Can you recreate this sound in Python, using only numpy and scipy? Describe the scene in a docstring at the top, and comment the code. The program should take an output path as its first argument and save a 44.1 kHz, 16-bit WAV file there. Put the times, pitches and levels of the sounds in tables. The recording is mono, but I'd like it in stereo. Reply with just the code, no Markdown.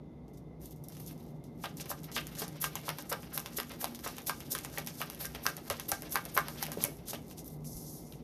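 """An appliance hums; card edges tick as a deck is picked up, then it is shuffled overhand about four strokes a second.
In each stroke a packet slides with a hiss of filtered noise, its edges tick as short noise bursts, and it lands
with a hollow slap: a gliding, decaying sine for the trapped air and ringing modes for the table; fingers tick between.
At the end the deck is set down with dull sine knocks and swept across the table with a thin hiss.
A small furnished room answers with an echo and a diffuse tail; a pair of microphone ports listens."""
import sys
import numpy as np
from scipy import signal
from scipy.fft import rfft, irfft
from scipy.io import wavfile
from scipy.ndimage import uniform_filter1d

SR = 44100
rng = np.random.default_rng(int(sys.argv[2]) if len(sys.argv) > 2 else 0)


def unload_wav(signal):
    """Save mono or channel-first audio to the path in sys.argv[1] as 16-bit WAV at rate SR, clipped to [-1, 1]."""
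    wavfile.write(
        sys.argv[1],
        SR,
        np.round(np.clip(np.atleast_2d(signal).T, -1, 1) * 32767).astype(np.int16),
    )


N = 363163  # samples

# steady rubbing of the deck in the hands: time_s, treble_db, papery_middle_db
RUBBING = [(.55, -99, -110), (.9, -69, -69), (1.15, -66, -76), (1.31, -67, -72), (1.4, -84, -88),
           (1.6, -69, -65.5), (2.3, -60, -53.5), (2.8, -56, -56), (4.4, -56.5, -57.5), (6.1, -56.5, -54),
           (6.8, -54, -51.5), (7.0, -70, -65), (7.3, -62.5, -63.5), (7.55, -69, -92), (8.23, -75, -67)]
# spectrum of card faces rubbing: frequency_hz, relative_db
FACE_SPECTRUM = [(2000, -22), (3500, -3.5), (5500, -1), (9000, 1.5), (10800, -5), (12500, 1), (14000, 1.5),
                 (15600, 1), (15900, -36), (16500, -40)]
# papery middle of the rubbing: frequency_hz, relative_db
PAPER_SPECTRUM = [(300, -0.5), (600, -1.5), (1200, -6), (2000, -7.5), (3500, -8.5), (6000, -13)]


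def undb(db):
    """Amplitude ratio from decibels: 20 dB for each factor of ten."""
    return 10 ** (np.asarray(db) / 20)


def level(x, db):
    """Normalization of the root-mean-square amplitude to a level in dB."""
    return x * undb(db) / np.sqrt(np.mean(x ** 2))


def colour(x, points):
    """Spectral shaping by (Hz, dB) points on a log-frequency axis, with steep 91 dB/octave cut-offs outside."""
    hz, db = np.transpose(points)
    octave = np.log2(np.maximum(np.fft.rfftfreq(x.shape[-1], 1 / SR), 1))
    octaves_below = np.maximum(np.log2(hz[0]) - octave, 0)
    octaves_above = np.maximum(octave - np.log2(hz[-1]), 0)
    gain_db = np.interp(octave, np.log2(hz), db) - 91 * (octaves_below + octaves_above)
    return irfft(rfft(x) * undb(gain_db), x.shape[-1])


def band(x, hz, width_hz):
    """Second-order resonance: its quality factor is centre frequency over bandwidth."""
    return signal.lfilter(*signal.iirpeak(hz, hz / width_hz, SR), x)


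def noise():
    """Two uncorrelated noises: what the ports share and what they do not."""
    return rng.standard_normal((2, N))


def walk(rate):
    """Slow random modulation: levels drawn `rate` times a second and slewed; spread near 1."""
    hold = int(SR / rate)
    steps = np.repeat(rng.standard_normal(N // hold + 1), hold)
    return 1.2 * uniform_filter1d(steps, hold)[:N]


def fade(t60_s, rise_s, size=9000):
    """Exponential onset and decay: 60 dB are lost in t60_s, taken as at least 3 ms."""
    t = np.arange(size) / SR
    return (1 - np.exp(-t / rise_s)) * 1000 ** (-t / max(t60_s, .003))


def add(track, s, sound):
    """Superposition of a sound on a track from time s, cut at the end."""
    i = int(s * SR)
    track[..., i:i + sound.shape[-1]] += sound[..., :N - i]


def grit(points, grain_db, patchy_db):
    """Stick-slip friction: dense slips of very unequal size that come in patches of changing colour."""
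    # bands of the rubbing that swell each on its own: centre_hz
    tint_hz = (1400, 3200, 7000)
    tint_db = 3.5
    slip_size = np.minimum(uniform_filter1d(rng.exponential(size=N), size=6), 3.)
    slips = noise() * undb(grain_db * slip_size)
    rub = colour(slips, points)
    for hz in tint_hz:
        swell = undb(tint_db * walk(35)) - 1
        rub = rub + swell * band(rub, hz, .7 * hz)
    return level(rub * undb(patchy_db * walk(60)), 0)


def appliance():
    """Broadband and narrow-band noise: soft air, a hum wavering in low room resonances, a faint blurred whine."""
    # air noise spectrum: frequency_hz, relative_db
    air_spectrum = [(15, -61), (30, -44), (44, -5), (97, -6), (134, -0.5), (206, -5), (242, -2), (420, -7),
                    (659, -13.5), (734, -13), (936, -19.5), (1350, -31.5), (1890, -88), (2050, -62),
                    (2220, -57), (16000, -52)]
    # resonances of the hum: centre_hz, width_hz, level_db (before wavering)
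    hum_modes = [(59.8, 3.5, -62.5), (152, 4.9, -52), (178, 4.8, -61.5), (237.9, 4.7, -57.5),
                 (303.6, 6.1, -62.5), (3600, 300, -87)]
    # harmonics of the motor's turn rate: multiple, level_db
    whine_lines = [(34, -82), (35, -81), (36, -81), (60, -86)]
    turn_rate_hz, whine_width_hz = 59.06, 12
    hum_waver_db = 2
    own_boost_db = 3  # the appliance is diffuse, so less alike at the ports
    out = level(colour(noise(), air_spectrum), -50) * undb(walk(1.5))
    for hz, width_hz, db in hum_modes:
        out = out + level(band(noise(), hz, width_hz), db) * undb(hum_waver_db * walk(2.9))
    for multiple, db in whine_lines:
        out = out + level(band(noise(), multiple * turn_rate_hz, whine_width_hz), db)
    return out * undb([[0], [own_boost_db]])


def flicks():
    """Random impacts of stray cards, scaled to the treble of the rubbing; rows as for ticks."""
    flicks_per_s, dull_db = 55, -18.
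    over_rubbing_db, scatter_db = 9, 3.5
    when, size = rng.random((int(flicks_per_s * N / SR), 2)).T
    s = when * N / SR
    rub_db = np.interp(s, *np.transpose(RUBBING)[:2], left=-120)
    # the scatter only strengthens, and is capped at ln 20
    peak_db = rub_db + over_rubbing_db - scatter_db * np.log(np.maximum(size, 1 / 20))
    return list(zip(s, peak_db, np.full(len(s), dull_db)))


def ticks():
    """Impulsive contact: a short crack of card edges excites a papery flap, then the hiss of cards settling."""
    # card edges tick: start_s, crack_level_db, dull_part_db (relative to the crack)
    edge_ticks = [(0.2806, -53, -9), (0.3341, -54, -14), (0.3726, -51, -21), (0.616, -40, -33),
                  (0.6575, -31, -36), (0.7605, -46, -32), (0.7085, -38, -30), (0.839, -33.5, -38),
                  (0.8846, -29, -37), (0.9, -47, -6), (0.922, -41, -11), (0.9503, -40, -14),
                  (0.968, -38, -10), (0.999, -37, -12), (1.0146, -47, -29), (1.063, -33, -38),
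                  (1.075, -33, -33), (1.1107, -39, -11), (1.4393, -44, -15), (1.6374, -32, -4),
                  (1.6568, -34, 1), (1.77, -28, -43), (1.7987, -39, 2), (1.857, -36, -3), (1.894, -30, -15),
                  (1.913, -27, -21), (2.033, -33.5, -28), (2.116, -36, -5), (2.1639, -24, 0.5),
                  (2.1772, -26, -0.5), (2.2686, -24.5, -16), (2.3513, -33, -10), (2.3858, -31, -13),
                  (2.418, -21, -17), (2.4801, -31.5, -13.5), (2.6155, -23, -29), (2.6409, -15.5, -14),
                  (2.7543, -17.5, -12), (2.8906, -19.5, -7), (2.9848, -27, -10.5), (3.126, -16.5, -13.5),
                  (3.2307, -35.5, -6), (3.3769, -15, -15.5), (3.46, -27.5, -3), (3.5999, -20, -9),
                  (3.694, -35, -18), (3.717, -31.5, -4), (3.8428, -17.5, -8.5), (3.9472, -30.5, -8),
                  (3.9908, -35.5, -6), (4.0725, -30, -3.5), (4.0761, -20.5, -21), (4.167, -31, -21),
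                  (4.1825, -26.5, -7), (4.2688, -25, -16), (4.295, -19, -5), (4.404, -29, -11),
                  (4.55, -18.5, -11.5), (4.587, -24, -11.5), (4.6478, -21.5, -13.5), (4.774, -40, 4),
                  (4.783, -20.5, -9.5), (4.8632, -27, -16), (4.872, -23, -10.5), (5.0025, -29.5, -7),
                  (5.015, -20.5, -4.5), (5.0995, -26, -11), (5.1472, -32, -16), (5.254, -19.5, -18),
                  (5.3486, -29, -7.5), (5.465, -12.5, -7.5), (5.567, -25.5, -17), (5.7, -16, -13),
                  (5.7028, -30, 2.5), (5.7975, -21.5, -11), (5.888, -36, -30), (5.9167, -10, -16),
                  (6.021, -25.5, -12), (6.094, -31, -28), (6.122, -19, -28), (6.1563, -15.5, -8.5),
                  (6.2525, -24, -14), (6.375, -11.5, -15.5), (6.4832, -23.5, -8.5), (6.6115, -38, -6),
                  (6.6266, -15.5, -11), (6.682, -39, -6), (6.7177, -22.5, -14), (6.8387, -8, -21.5),
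                  (6.969, -39, -26), (7.0828, -26, -27), (7.132, -34.5, -1), (7.148, -33, -8),
                  (7.2812, -39, -29), (7.3109, -34, -10), (7.3908, -30.5, -23), (7.4442, -36.5, -37),
                  (7.4786, -30.5, -39), (7.6446, -37, -14.5), (7.7674, -29, -41), (8.1235, -39, -5)]
    # thin crack: frequency_hz, relative_db
    edge_spectrum = [(5500, -1.5), (8000, -1), (12500, 0), (15600, -1), (15900, -2), (16500, -22)]
    # duller part of the crack: frequency_hz, relative_db
    dull_spectrum = [(800, 14.5), (1500, 5.5), (2200, 10), (3000, 10), (5000, 8.5)]
    # flapping card: frequency_hz, relative_db
    flap_spectrum = [(700, -2), (1500, 1), (3000, 12), (4500, -4), (6500, -15)]
    crack_lag_s = .00058  # from first touch to the crack
    burst_energy_db = 13  # whole energy of a burst before its level and colour
    flap_db, flap_t60_s = -12, .089  # relative to the duller part
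    # settling grows more slowly than the tick: 0.6839 dB per dB
    settle_db, settle_db_per_db, settle_t60_s, usual_tick_db = -44.5, .6839, .14, -23
    # cards that tick just after the first: mean lag, level below it, further random weakening
    stragglers, straggle_s, straggle_db, straggle_scatter_db = 3, .008, -9, 4

    rows = list(edge_ticks) + flicks()
    late, weak = rng.exponential(size=(2, len(rows), stragglers))
    followers = []
    for (s, db, dull_db), lags, losses in zip(rows, late, weak):
        for lag, loss in zip(lags, losses):
            follower_db = db + straggle_db - straggle_scatter_db * loss
            followers.append((s + straggle_s * lag, follower_db, dull_db))
    rows += followers

    crack, dull = np.zeros((2, N)), np.zeros((2, N))
    bursts = rng.standard_normal((len(rows), 2, 256)) * fade(.003, .0002, size=256)
    bursts *= undb(burst_energy_db) / np.sqrt(np.sum(bursts ** 2, axis=2, keepdims=True))
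    for (s, db, dull_db), burst in zip(rows, bursts):
        crack_s = min(s + crack_lag_s, N / SR)
        add(crack, crack_s, undb(db) * burst)
        add(dull, crack_s, undb(db + dull_db) * burst)

    flap, settle = np.zeros(N), np.zeros(N)
    for s, db, dull_db in edge_ticks:
        add(flap, s, undb(db + dull_db + flap_db) * fade(flap_t60_s, .003))
        hiss_db = settle_db + settle_db_per_db * (db - usual_tick_db)
        add(settle, s, undb(hiss_db) * fade(settle_t60_s, .002))
    hiss = grit(FACE_SPECTRUM, grain_db=6, patchy_db=2.5)
    flutter = grit(flap_spectrum, grain_db=7, patchy_db=3.5)
    return colour(crack, edge_spectrum) + colour(dull, dull_spectrum) + flap * flutter + settle * hiss


def rustle():
    """Sustained friction: faces rub all the while the deck is handled, treble and middle varying apart."""
    s, treble_db, middle_db = np.transpose(RUBBING)
    t = np.arange(N) / SR
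    treble = grit(FACE_SPECTRUM, grain_db=11.0, patchy_db=3.5)
    middle = grit(PAPER_SPECTRUM, grain_db=6.0, patchy_db=4.5)
    treble_gain = undb(np.interp(t, s, treble_db, left=-120))
    middle_gain = undb(np.interp(t, s, middle_db, left=-120))
    return treble * treble_gain + middle * middle_gain


def slides():
    """Sliding friction under an envelope: noise of the faces swells, sags while the slide lasts and stops."""
    # a packet or hand slides over card faces: start_s, swell_s, hold_s, level_db, sheen_db (relative)
    slide_strokes = [(0.597, 0.034, 0.1, -53.5, -4), (0.847, .005, 0.033, -71, -8),
                     (.883, .018, 0.063, -57, -15), (0.99, 0.013, 0.063, -52, 8),
                     (1.058, 0.019, 0.053, -53, 6), (1.586, 0.052, 0.026, -45.5, -17),
                     (1.792, 0.015, 0.023, -38, -27), (1.876, 0.026, 0.027, -38, -1),
                     (2.037, 0.0057, .028, -44, -16), (2.115, 0.051, 0.049, -36, -28),
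                     (2.366, 0.032, 0.035, -36, -5), (2.602, 0.018, 0.015, -38.5, 15),
                     (2.634, 0.0035, 0.049, -33.5, -12), (2.833, 0.041, 0.021, -38, -21),
                     (3.091, 0.0081, 0.024, -39.5, 10), (3.329, 0.014, 0.028, -37.5, 6),
                     (3.559, 0.011, 0.045, -39, 5.5), (3.791, 0.022, 0.045, -37, 8),
                     (4.026, 0.022, 0.022, -35.5, -30), (4.261, 0.0094, 0.034, -37.5, 3),
                     (4.499, 0.021, 0.049, -36.5, 2), (4.722, 0.048, .009, -38.5, -29),
                     (4.952, 0.06, 0.013, -36.5, -17), (5.19, 0.02, 0.049, -32, -12),
                     (5.423, 0.016, 0.065, -37, 3), (5.655, 0.026, 0.0063, -36, -21),
                     (5.882, 0.007, 0.034, -37, 11), (6.107, 0.017, 0.042, -41, 15.5),
                     (6.339, 0.013, 0.017, -44, 19), (6.568, 0.066, 0.0081, -34.5, -16),
                     (6.786, 0.05, 0.0083, -36, -22), (7.056, 0.03, 0.043, -40.5, -21),
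                     (7.128, .005, 0.024, -40.5, -20), (7.369, 0.012, 0.039, -50, -16),
                     (7.442, 0.019, 0.11, -58.5, 7)]
    swell_db, sag_db = 20.5, 10.5
    release_s, release_db = .0044, 66
    middle_db = -11
    sheen_hz, sheen_width_hz = 11540, 3300
    push, sheen = np.zeros(N), np.zeros(N)
    for s, swell_s, hold_s, db, sheen_db in slide_strokes:
        t = np.arange(int((swell_s + hold_s + release_s) * SR)) / SR
        corners_s = np.cumsum([0, swell_s, hold_s, release_s])
        drop_db = np.interp(t, corners_s, [swell_db, 0, sag_db, sag_db + release_db])
        shape = undb(db - drop_db)
        add(push, s, shape)
        add(sheen, s, shape * undb(sheen_db))
    face = grit(FACE_SPECTRUM, grain_db=6, patchy_db=3.5)
    middle = undb(middle_db) * grit(PAPER_SPECTRUM, grain_db=-14, patchy_db=-3.0)
    return push * (face + middle) + sheen * band(face, sheen_hz, sheen_width_hz)


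def air_pocket(hz):
    """Damped oscillation of squeezed air: it starts bright, at 1.6 times its pitch, and falls to it."""
    decay_cycles, rise_cycles, glide_cycles = 5.5, .4, .3
    t = np.arange(1500) / SR
    cycles = hz * t + glide_cycles * (1 - np.exp(-2 * hz * t))
    return fade(decay_cycles / hz, rise_cycles / hz, size=1500) * np.sin(2 * np.pi * cycles)


def slaps():
    """Impact and modal response: air squeezed from between packets pops, rings the table, and loose cards rattle."""
    # packets land on the deck, the deck on the table: start_s, peak_db, pitch_hz, after_db (ring and rattle)
    landings = [(1.639, -27, 910, 3), (1.857, -44, 369, 6), (1.902, -31.5, 660, 1),
                (1.914, -26.5, 920, -5.5), (2.165, -24.5, 1240, 2), (2.407, -39, 1010, 1),
                (2.417, -32, 500, 9.5), (2.626, -38, 1640, 1), (2.64, -22, 1110, 1), (2.754, -31, 820, -8),
                (2.88, -25.5, 850, -3), (2.89, -23.5, 850, -12), (2.985, -37.5, 810, 4),
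                (3.114, -29, 650, 7), (3.128, -25, 1170, -3.5), (3.374, -27.5, 915, -2),
                (3.582, -34.5, 412, 5.5), (3.599, -28.5, 1000, -2), (3.827, -34, 640, 4),
                (3.841, -23.5, 750, -15), (4.059, -35.5, 784, 8), (4.075, -32, 1070, -9),
                (4.281, -38, 636, 5.5), (4.295, -19.5, 1040, -2), (4.533, -39, 360, 3),
                (4.55, -24.5, 1180, -7.5), (4.647, -31.5, 905, -6), (4.774, -24.5, 1780, -6),
                (4.781, -34, 480, -20), (5.005, -33, 640, -12), (5.015, -26.5, 1210, -1),
                (5.099, -37, 900, -4), (5.247, -31, 1290, 2), (5.347, -39.5, 479, 8.5),
                (5.454, -27, 980, -5), (5.463, -15.5, 1220, -3.5), (5.575, -43.5, 490, 12),
                (5.7, -26.5, 1120, -5), (5.704, -26.5, 500, -1), (5.917, -23.5, 700, -5),
                (5.921, -24.5, 1280, 1), (6.02, -42, 450, 5), (6.142, -36, 659, 7.5), (6.155, -17, 1140, 1),
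                (6.256, -38.5, 485, 7), (6.364, -25, 696, 2), (6.375, -11, 1130, -4),
                (6.484, -32.5, 1000, -7), (6.626, -28.5, 810, -26), (6.682, -36, 513, -6),
                (6.716, -40, 910, 9), (6.771, -28.5, 390, -9), (6.828, -37, 790, -4),
                (6.838, -23.5, 2110, 0.5), (6.882, -36, 400, -6), (7.131, -31.5, 563, 5)]
    # the table top's modes: frequency_hz, relative_db, t60_s
    table_modes = [(450, -3, 0.054), (601, -60, 0.2), (820, -17, 0.44), (1160, -21, .1), (1223, 6.5, 0.048),
                   (1380, -11, 0.1), (1584, 3.5, 0.096), (1680, -16, .12), (2200, -1.5, 0.18)]
    # rattle of loose cards: frequency_hz, relative_db
    loose_spectrum = [(400, 4), (700, 1.5), (1200, -1.5), (1700, -4), (2500, -7.5), (4000, -10.5),
                      (6000, -13)]
    pop_lag_s = .001807  # the pop trails the first touch
    ring_db = -44.5
    # the rattle grows more slowly than the slap: 0.8534 dB per dB
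    rattle_db, rattle_db_per_db, rattle_t60_s, usual_slap_db = -39, .8534, .07, -31.5
    # smaller pockets close after the first, mostly higher in pitch
    after_pops, after_s, after_octaves, after_pop_db = 5, .014, .55, -10

    pop, strike, rattle = np.zeros((3, N))
    lates = rng.exponential(size=(len(landings), after_pops))
    shifts = rng.standard_normal((len(landings), after_pops))
    for (s, db, hz, after_db), late, shift in zip(landings, lates, shifts):
        pop_s = s + pop_lag_s
        pocket = air_pocket(hz)
        puff = undb(db) * pocket / pocket.max()
        add(pop, pop_s, puff)
        add(strike, pop_s, undb(after_db) * puff)
        for lag_s, small_hz in zip(after_s * late, hz * 2 ** (after_octaves * (shift + 1))):
            small_db = db + after_db + after_pop_db - 60 * lag_s / rattle_t60_s
            add(pop, pop_s + lag_s, undb(small_db) * air_pocket(small_hz))
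        loose_db = after_db + rattle_db + rattle_db_per_db * (db - usual_slap_db)
        add(rattle, pop_s, undb(loose_db) * fade(rattle_t60_s, .0018))

    t = np.arange(9000) / SR
    modes = np.zeros((2, 9000))
    for hz, db, t60_s in table_modes:
        phase = rng.random((2, 1))  # radians over 2 pi
        modes += undb(db) * fade(t60_s, .0042) * np.cos(2 * np.pi * (hz * t + phase))
    ring = signal.fftconvolve(strike[None], modes, axes=1)[:, :N] * undb(ring_db)
    loose = grit(loose_spectrum, grain_db=6, patchy_db=3.5)
    shared_pop = pop * np.array([[1], [0]])  # alike at both ports
    return shared_pop + ring + rattle * loose


def thumps():
    """Damped low-frequency oscillation: dull knocks as the deck bumps the table, in the shared sound only."""
    # the deck bumps the table: start_s, level_db, pitch_hz
    bumps = [(5.707, -36, 93), (5.926, -41, 91), (6.783, -32.5, 164), (6.805, -36, 232), (6.84, -32, 144),
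             (6.885, -39.5, 264), (7.75, -40, 50)]
    t = np.arange(9000) / SR
    out = np.zeros((2, N))
    for s, db, hz in bumps:
        add(out[0], s, undb(db) * fade(.12, .0019) * np.sin(2 * np.pi * hz * t))
    return out


def sweep():
    """Smooth sliding friction: an even, thin hiss of cards gliding over the table."""
    # the deck is swept across the table: time_s, level_db
    sweep_course = [(7.63, -102), (7.65, -49), (7.8, -48.5), (7.97, -48), (8.06, -61), (8.13, -54.5),
                    (8.2, -74)]
    # cards rubbing on the table: frequency_hz, relative_db
    rub_spectrum = [(2500, -29), (4000, -10), (5800, 0), (8000, -1), (11500, -1), (14000, -2), (15600, -28),
                    (15900, -26)]
    s, db = np.transpose(sweep_course)
    gain = undb(np.interp(np.arange(N) / SR, s, db, left=-120))
    return grit(rub_spectrum, grain_db=6.0, patchy_db=0.0) * gain


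def room(x):
    """Reflection and reverberation: a bounce off the table, then a diffuse tail with its own length in each band."""
    # reverberation bands: centre_hz, t60_s, energy_db (8.5 below the tail's energy)
    tail_bands = [(695, 0.15, -22.5), (2800, 0.26, -25), (8600, 0.43, -27.5)]
    echo_s, echo_db = .0075, -15
    echo = np.roll(band(x, 1020, 2100), int(echo_s * SR), axis=1)
    out = x + undb(echo_db) * echo
    for hz, t60_s, db in tail_bands:
        tail = band(rng.standard_normal((2, 18000)), hz, 2.1 * hz) * fade(t60_s, .0018, size=18000)
        tail *= undb(db + 8.5) / np.sqrt(np.sum(tail ** 2, axis=1, keepdims=True))
        out = out + signal.fftconvolve(x, tail, axes=1)[:, :N]
    return out


def scene():
    """Superposition: the cards sound in the room; the knocks and the appliance bypass its echo and tail."""
    cards = ticks() + rustle() + slides() + slaps() + sweep()
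    return appliance() + room(cards) + thumps()


def record(dry):
    """Interchannel coherence: ports mix shared and own sound with phase lead and balance; the top is cut."""
    # the two ports: frequency_hz, left_lead_rad, likeness (0-1), left_minus_right_db
    port_pair = [(40, 0, 1, 0.5), (100, -0.4, 0.92, -1.5), (207, 0.5, 0.97, -2), (615, 0, 0.29, 0),
                 (1025, 0.7, 0.04, 0), (1260, -0.6, 0.44, -1), (2360, -1.38, 0.76, -0.5),
                 (4430, -2, 0.35, -4.5), (5690, -1, 0, -5.5), (7740, -4, 1, -4), (10060, -1, 0.29, 3),
                 (10200, -1.5, 1, -2), (13570, 1.5, 1, 1), (14400, 3.5, 1, -1.5), (16400, 3, 1, 1)]
    top_hz = 16500
    hz, lead, like, pan_db = np.transpose(port_pair)
    f = np.fft.rfftfreq(N, 1 / SR)
    lead = np.interp(f, hz, lead)
    like = np.interp(f, hz, np.clip(like, 0, 1))
    pan_db = np.interp(f, hz, pan_db)
    shared, own = rfft(dry) * np.sqrt([1 + like, 1 - like]) / np.sqrt(2)
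    turn = np.exp(.5j * lead) * undb(pan_db / 2)  # half the difference to each port
    pair = irfft([(shared + own) * turn, (shared - own) / turn], N)
    low_pass = signal.ellip(8, .2, 70, top_hz, fs=SR, output="sos")
    return signal.sosfilt(low_pass, pair)


dry = scene()
out = record(dry)
unload_wav(out)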